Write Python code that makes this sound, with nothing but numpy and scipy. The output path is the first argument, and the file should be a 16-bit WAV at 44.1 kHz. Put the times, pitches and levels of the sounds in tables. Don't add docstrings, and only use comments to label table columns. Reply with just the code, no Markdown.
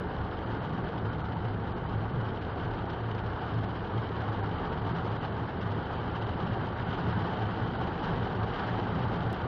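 import sys
import numpy as np
from scipy import signal
from scipy.io import wavfile
from scipy.ndimage import uniform_filter1d

SR = 44100
rng = np.random.default_rng(int(sys.argv[2]) if len(sys.argv) > 2 else 0)


def put_to_file(sound):
    columns = np.atleast_2d(sound).T
    safe = np.clip(columns, -1, 1)
    whole_steps = np.round(safe * 32767)
    wavfile.write(sys.argv[1], SR, whole_steps.astype(np.int16))


def volts_from_db(level):
    exponent = np.asarray(level, float) / 20
    return 10 ** exponent


N = 417627

# start_s, level_db
ROAD_COARSENESS = [(0, -39.5), (1.0, -39), (1.7, -40.5), (2.2, -38.5), (2.8, -39.5), (3.1, -40), (4.6, -40),
                   (5.3, -38.5), (5.7, -39), (6.5, -38), (7.0, -38.5), (8.2, -37.5), (8.75, -38.5),
                   (9.2, -36.5), (9.47, -38)]
# pitch_hz, level_db (per Hz)
BODY_SHAKE = [(11, -26.5), (22, -15.5), (33, 4.5), (48, 2), (66, 2.5), (85, -2.5), (105, -44), (200, -120)]
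# pitch_hz, level_db (per Hz)
TYRE_RUMBLE = [(70, -43.5), (90, -2.5), (108, -4), (125, -2.5), (138, -9), (155, -3), (185, -3.5),
               (200, -7.5), (215, -14.5), (260, -11.5), (340, -44.5), (600, -120)]
# pitch_hz, level_db (per Hz)
TREAD_ROAR = [(120, -28.5), (200, 3), (220, -5), (317, -2.5), (455, -2.5), (539, -8), (601, -11),
              (700, -8.5), (910, -29.5), (1540, -120)]
# pitch_hz, level_db (per Hz)
WHEEL_SPRAY = [(400, -29.5), (600, -6.5), (700, -5), (765, 2), (830, -1.5), (910, 1.5), (1020, -6),
               (1150, -2), (1290, -6), (1470, -5), (1800, -13.5), (2400, -24.5), (5000, -120)]
# start_s, level_db
RAIN_STRENGTH = [(0, -55.5), (.9, -54), (1.3, -56), (2.2, -55.5), (2.7, -54), (3.8, -54), (4.8, -52),
                 (5.3, -53.5), (6.3, -52.5), (7.2, -50.5), (7.65, -51.5), (8.1, -50), (8.37, -52),
                 (8.6, -48.5), (8.85, -50.5), (9.0, -50.5), (9.47, -51.5)]
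# pitch_hz, level_db (per Hz)
GLASS_TICK = [(880, -29), (1500, -5), (2360, -18), (2650, -15), (3060, -8.3), (3450, -16.5), (3800, -17.5),
              (4620, -24.5), (5250, -31), (6000, -39.5), (6800, -43.5), (7050, -46), (7600, -51),
              (9000, -90)]
# start_s, level_db (peak)
FAT_DROPS = [(0.186, -45), (0.313, -40), (0.3468, -42), (0.8902, -37), (2.4498, -38), (3.1148, -35),
             (4.5845, -40), (4.8499, -40.5), (5.3251, -39), (5.6145, -36), (5.7069, -40.5), (5.7789, -39),
             (6.2226, -37.5), (6.269, -36.5), (6.4275, -36), (6.9137, -38.5), (7.0666, -38.5),
             (7.1551, -41.5), (7.223, -36), (7.3736, -38), (7.4239, -33), (7.5089, -39.5), (7.7366, -37),
             (7.9553, -38), (8.432, -39), (8.537, -35.5), (8.7998, -37.5), (9.2065, -35.5), (9.3628, -40)]
# centre_s, level_db (peak), pitch_hz, length_s
BUMPS = [(0.21, -35, 108.6, 0.067), (0.517, -33.9, 113.8, 0.079), (1.096, -34.5, 109.7, 0.206),
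         (1.473, -32, 109, 0.082), (2.005, -33.5, 110.4, 0.11), (2.181, -31.5, 111.9, 0.099),
         (2.665, -36.5, 113.1, 0.132), (3.097, -36, 109.2, 0.129), (3.286, -33.0, 109.3, 0.068),
         (3.558, -37, 108.5, 0.122), (3.61, -34.5, 109.9, 0.2), (3.976, -29.5, 110.8, 0.066),
         (4.255, -33.5, 104.9, 0.166), (4.461, -36, 107.8, 0.1), (4.846, -35.0, 108.3, 0.071),
         (5.083, -33.5, 110.1, 0.15), (5.441, -33.5, 109.5, 0.059), (5.699, -31, 106.3, 0.11),
         (5.978, -37.5, 108.6, 0.068), (6.229, -34.0, 110, 0.062), (6.529, -36, 112.2, 0.098),
         (6.812, -35.5, 108.1, 0.077), (7.13, -33.5, 107.2, 0.102), (7.447, -34.5, 107.9, 0.095),
         (7.642, -34, 109.8, 0.136), (8.196, -34, 113, 0.068), (8.404, -30.4, 110.5, 0.073),
         (8.8, -32.5, 108.2, 0.175), (9.082, -32, 109.6, 0.099), (9.264, -36.5, 109.6, 0.132)]
BAND_EDGES = np.array([0, 4, 8, 12, 16, 20, 24, 28, 32, 40, 48, 60, 72, 88, 108, 128])
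# pitch_hz, short_frame_db, long_frame_db
ROUNDING_STEPS = [(200, -16, -25), (1500, -11, -20), (1900, -8, -18), (2250, -5, -16), (3400, -4, -14),
                  (4100, 1.5, -12), (5000, 9, -10), (6100, 12, -9), (7400, 14, 14)]

ROAD_MID_DB, RAIN_MID_DB = -39, -53
GUST_DB, GUST_HZ, GUST_IN_SPRAY = 1.45, 26, 0.6
ENGINE_HZ, SPEED_UP_HZ_PER_S, ENGINE_DB = 75, 0.49, -45
CABIN_T60_S = 0.051
SPLAT_SAMPLES = 7
BOOM_REST_DB, BOOM_REST_HZ = -47.5, 108.2
LOW_SR, BLOCK, GRID = 16000, 128, 25
GLITCH_S, GLITCH_DB, GLITCH_DECAY_S = 9.32986, -31.5, 0.002
EDGE_HZ = 7700


def evened(x):
    return x / np.sqrt(np.mean(x ** 2) + 1e-20)


def read(points, hz, column=1):
    table = np.transpose(points)
    return np.interp(np.log(hz + 1), np.log(table[0] + 1), table[column])


def curves(rows):
    s, *columns = np.transpose(rows)
    return [np.interp(np.arange(N) / SR, s, c) for c in columns]


def drift(hz):
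    lowpass = signal.butter(2, hz, fs=SR, output="sos")
    return evened(signal.sosfilt(lowpass, rng.standard_normal(N)))


def wash(spectrum, size, patchy_db, flicker_db):
    frames, hz = 4 * N // size + 5, np.fft.rfftfreq(size, 1 / SR)
    real, imag, patches = rng.standard_normal((frames, len(hz), 3)).T
    patches = uniform_filter1d(patches, size=size // 100, axis=0)
    patches = evened(uniform_filter1d(patches, size=6, axis=1))
    flicker = evened(uniform_filter1d(rng.standard_normal(frames), size=3))
    level_db = read(spectrum, hz)[:, None] + patchy_db * patches + flicker_db * flicker
    z = (real + 1j * imag) * volts_from_db(level_db)
    return evened(signal.istft(z, nperseg=size, noverlap=3 * size // 4)[1][:N])


def road(gust_db):
    coarse_db = curves(ROAD_COARSENESS)[0] - ROAD_MID_DB
    wet_db = curves(RAIN_STRENGTH)[0] - RAIN_MID_DB
    shake = wash(BODY_SHAKE, size=8192, patchy_db=-1.2, flicker_db=-0.2)
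    rumble = wash(TYRE_RUMBLE, size=4096, patchy_db=-1.5, flicker_db=-0.27)
    roar = wash(TREAD_ROAR, size=1024, patchy_db=0.44, flicker_db=-1.0)
    spray = wash(WHEEL_SPRAY, size=1024, patchy_db=1.0, flicker_db=0.3)
    shake = volts_from_db(-46.5 + 0.58 * coarse_db) * shake
    rumble = volts_from_db(-37.5 + 1.4 * coarse_db) * rumble
    roar = volts_from_db(-39.0 + 0.39 * coarse_db + 0.25 * wet_db) * roar
    spray = volts_from_db(-39.5 + 0.72 * wet_db + GUST_IN_SPRAY * gust_db) * spray
    return shake + rumble + roar + spray


def hum(hz, db, wobble_hz, wobble_rate_hz, tremble_db):
    turns = np.cumsum(hz + wobble_hz * drift(wobble_rate_hz)) / SR
    return volts_from_db(db + tremble_db * drift(4.7)) * np.sqrt(2) * np.sin(2 * np.pi * turns)


def engine():
    hz = ENGINE_HZ + SPEED_UP_HZ_PER_S * np.arange(N) / SR
    return hum(hz, ENGINE_DB, wobble_hz=2.5, wobble_rate_hz=5, tremble_db=3.0)


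def struck(spectrum):
    hz = abs(np.fft.fftfreq(8192, 1 / SR))
    log_gain = np.log(volts_from_db(np.maximum(read(spectrum, hz), -90)))
    response = np.fft.ifft(np.exp(np.conj(signal.hilbert(log_gain)))).real[:2048]
    return response / np.linalg.norm(response)


def cabin(ticks):
    keep = 10 ** (-6 / (CABIN_T60_S * SR))
    energy = signal.lfilter([1 - keep], [1, -keep], ticks ** 2)
    return np.sqrt(energy) * rng.standard_normal(N)


def rain(gust_db):
    level_db = curves(RAIN_STRENGTH)[0] + gust_db
    drops_per_s = 1500 * volts_from_db(3 * drift(35))
    size = volts_from_db(3.2 * np.minimum(rng.exponential(1, N), 5)) * rng.choice([-1., 1.], N)
    patter = evened(size * (rng.random(N) < drops_per_s / SR))
    fizz = rng.standard_normal(N)
    ticks = volts_from_db(level_db) * (0.71 * patter + 0.52 * fizz)
    tick, thud = struck(GLASS_TICK), struck(WHEEL_SPRAY)
    for start_s, peak_db in FAT_DROPS:
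        splat = np.hanning(SPLAT_SAMPLES) / abs(tick).max()
        ticks[round(start_s * SR):][:SPLAT_SAMPLES] += volts_from_db(peak_db - 6.5) * splat
    heard = volts_from_db(-2.0) * ticks + volts_from_db(-1.0) * cabin(ticks)
    return signal.oaconvolve(heard, volts_from_db(2.0) * tick + volts_from_db(-5.5) * thud)[:N]


def boom():
    t = np.arange(0, N + 200, 100) / SR
    centre_s, peak_db, hz, length_s = np.transpose(BUMPS)[:, :, None]
    swells = volts_from_db(peak_db - 3.0 - 21 * ((t - centre_s) / length_s) ** 2)
    rest = volts_from_db(BOOM_REST_DB)
    total = swells.sum(0) + rest
    pitch_hz = ((swells * hz).sum(0) + rest * BOOM_REST_HZ) / total
    pitch_hz, level_db = curves(np.transpose([t, pitch_hz, 20 * np.log10(total)]))
    return hum(pitch_hz, level_db, wobble_hz=5.5, wobble_rate_hz=14, tremble_db=1.3)


def scene():
    gust_db = GUST_DB * drift(GUST_HZ)
    return (road(gust_db) + engine() + rain(gust_db) + boom())[None]


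def band_limit(x):
    edge = signal.firwin(301, EDGE_HZ, window=("kaiser", 9), fs=SR)
    return signal.oaconvolve(np.pad(x, 150, "reflect"), edge, "valid")


def block_rounding(x):
    low = signal.resample_poly(x, LOW_SR // 100, SR // 100)
    low = np.pad(low, (8 * BLOCK - GRID, 24 * BLOCK), "reflect")
    n, k = np.arange(2 * BLOCK)[:, None], np.arange(BLOCK)
    window = np.sin(np.pi * (n + 0.5) / (2 * BLOCK))
    basis = window * np.cos(np.pi / BLOCK * (n + 0.5 + BLOCK / 2) * (k + 0.5)) * np.sqrt(2 / BLOCK)
    length = (len(low) // BLOCK - 6) // 8 * 8 * BLOCK - 7 * BLOCK
    halves = low[6 * BLOCK:][:length].reshape(-1, BLOCK)
    z = (np.hstack([halves[:-1], halves[1:]]) @ basis).reshape(-1, 8, BLOCK)

    width = np.diff(BAND_EDGES)
    power = np.add.reduceat((z ** 2).mean(1), BAND_EDGES[:-1], axis=1) / width
    power = power ** 0.65 * power.mean(0) ** 0.35
    hz = (BAND_EDGES[1:] + BAND_EDGES[:-1]) * LOW_SR / 4 / BLOCK
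    short = (np.arange(len(z)) % 2 == 1)[:, None]
    step_db = np.where(short, read(ROUNDING_STEPS, hz), read(ROUNDING_STEPS, hz, column=2))
    step_db = step_db + rng.standard_normal(power.shape)
    step = np.repeat(np.sqrt(power + 1e-20) * volts_from_db(step_db), width, axis=1)[:, None]
    z = np.sign(z) * step * np.floor((abs(z) / step) ** 0.75 + 0.4054) ** (4 / 3)

    parts = z.reshape(-1, BLOCK) @ basis.T
    first = np.pad(parts[:, :BLOCK], ((0, 1), (0, 0)))
    second = np.pad(parts[:, BLOCK:], ((1, 0), (0, 0)))
    joined = (first + second).ravel()[2 * BLOCK - GRID:]
    return signal.resample_poly(joined, SR // 100, LOW_SR // 100, window=("kaiser", 14))[:N]


def glitch():
    since_s = np.arange(N) / SR - GLITCH_S
    return volts_from_db(GLITCH_DB) * (since_s > 0) * np.exp(-abs(since_s) / GLITCH_DECAY_S)


def roll_off(x):
    return signal.sosfilt(signal.butter(12, 15900, fs=SR, output="sos"), x)


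def record(dry):
    x = block_rounding(band_limit(dry[0]))
    x = band_limit(x) + glitch()
    return roll_off(x[None])


dry = scene()
out = record(dry)
put_to_file(out)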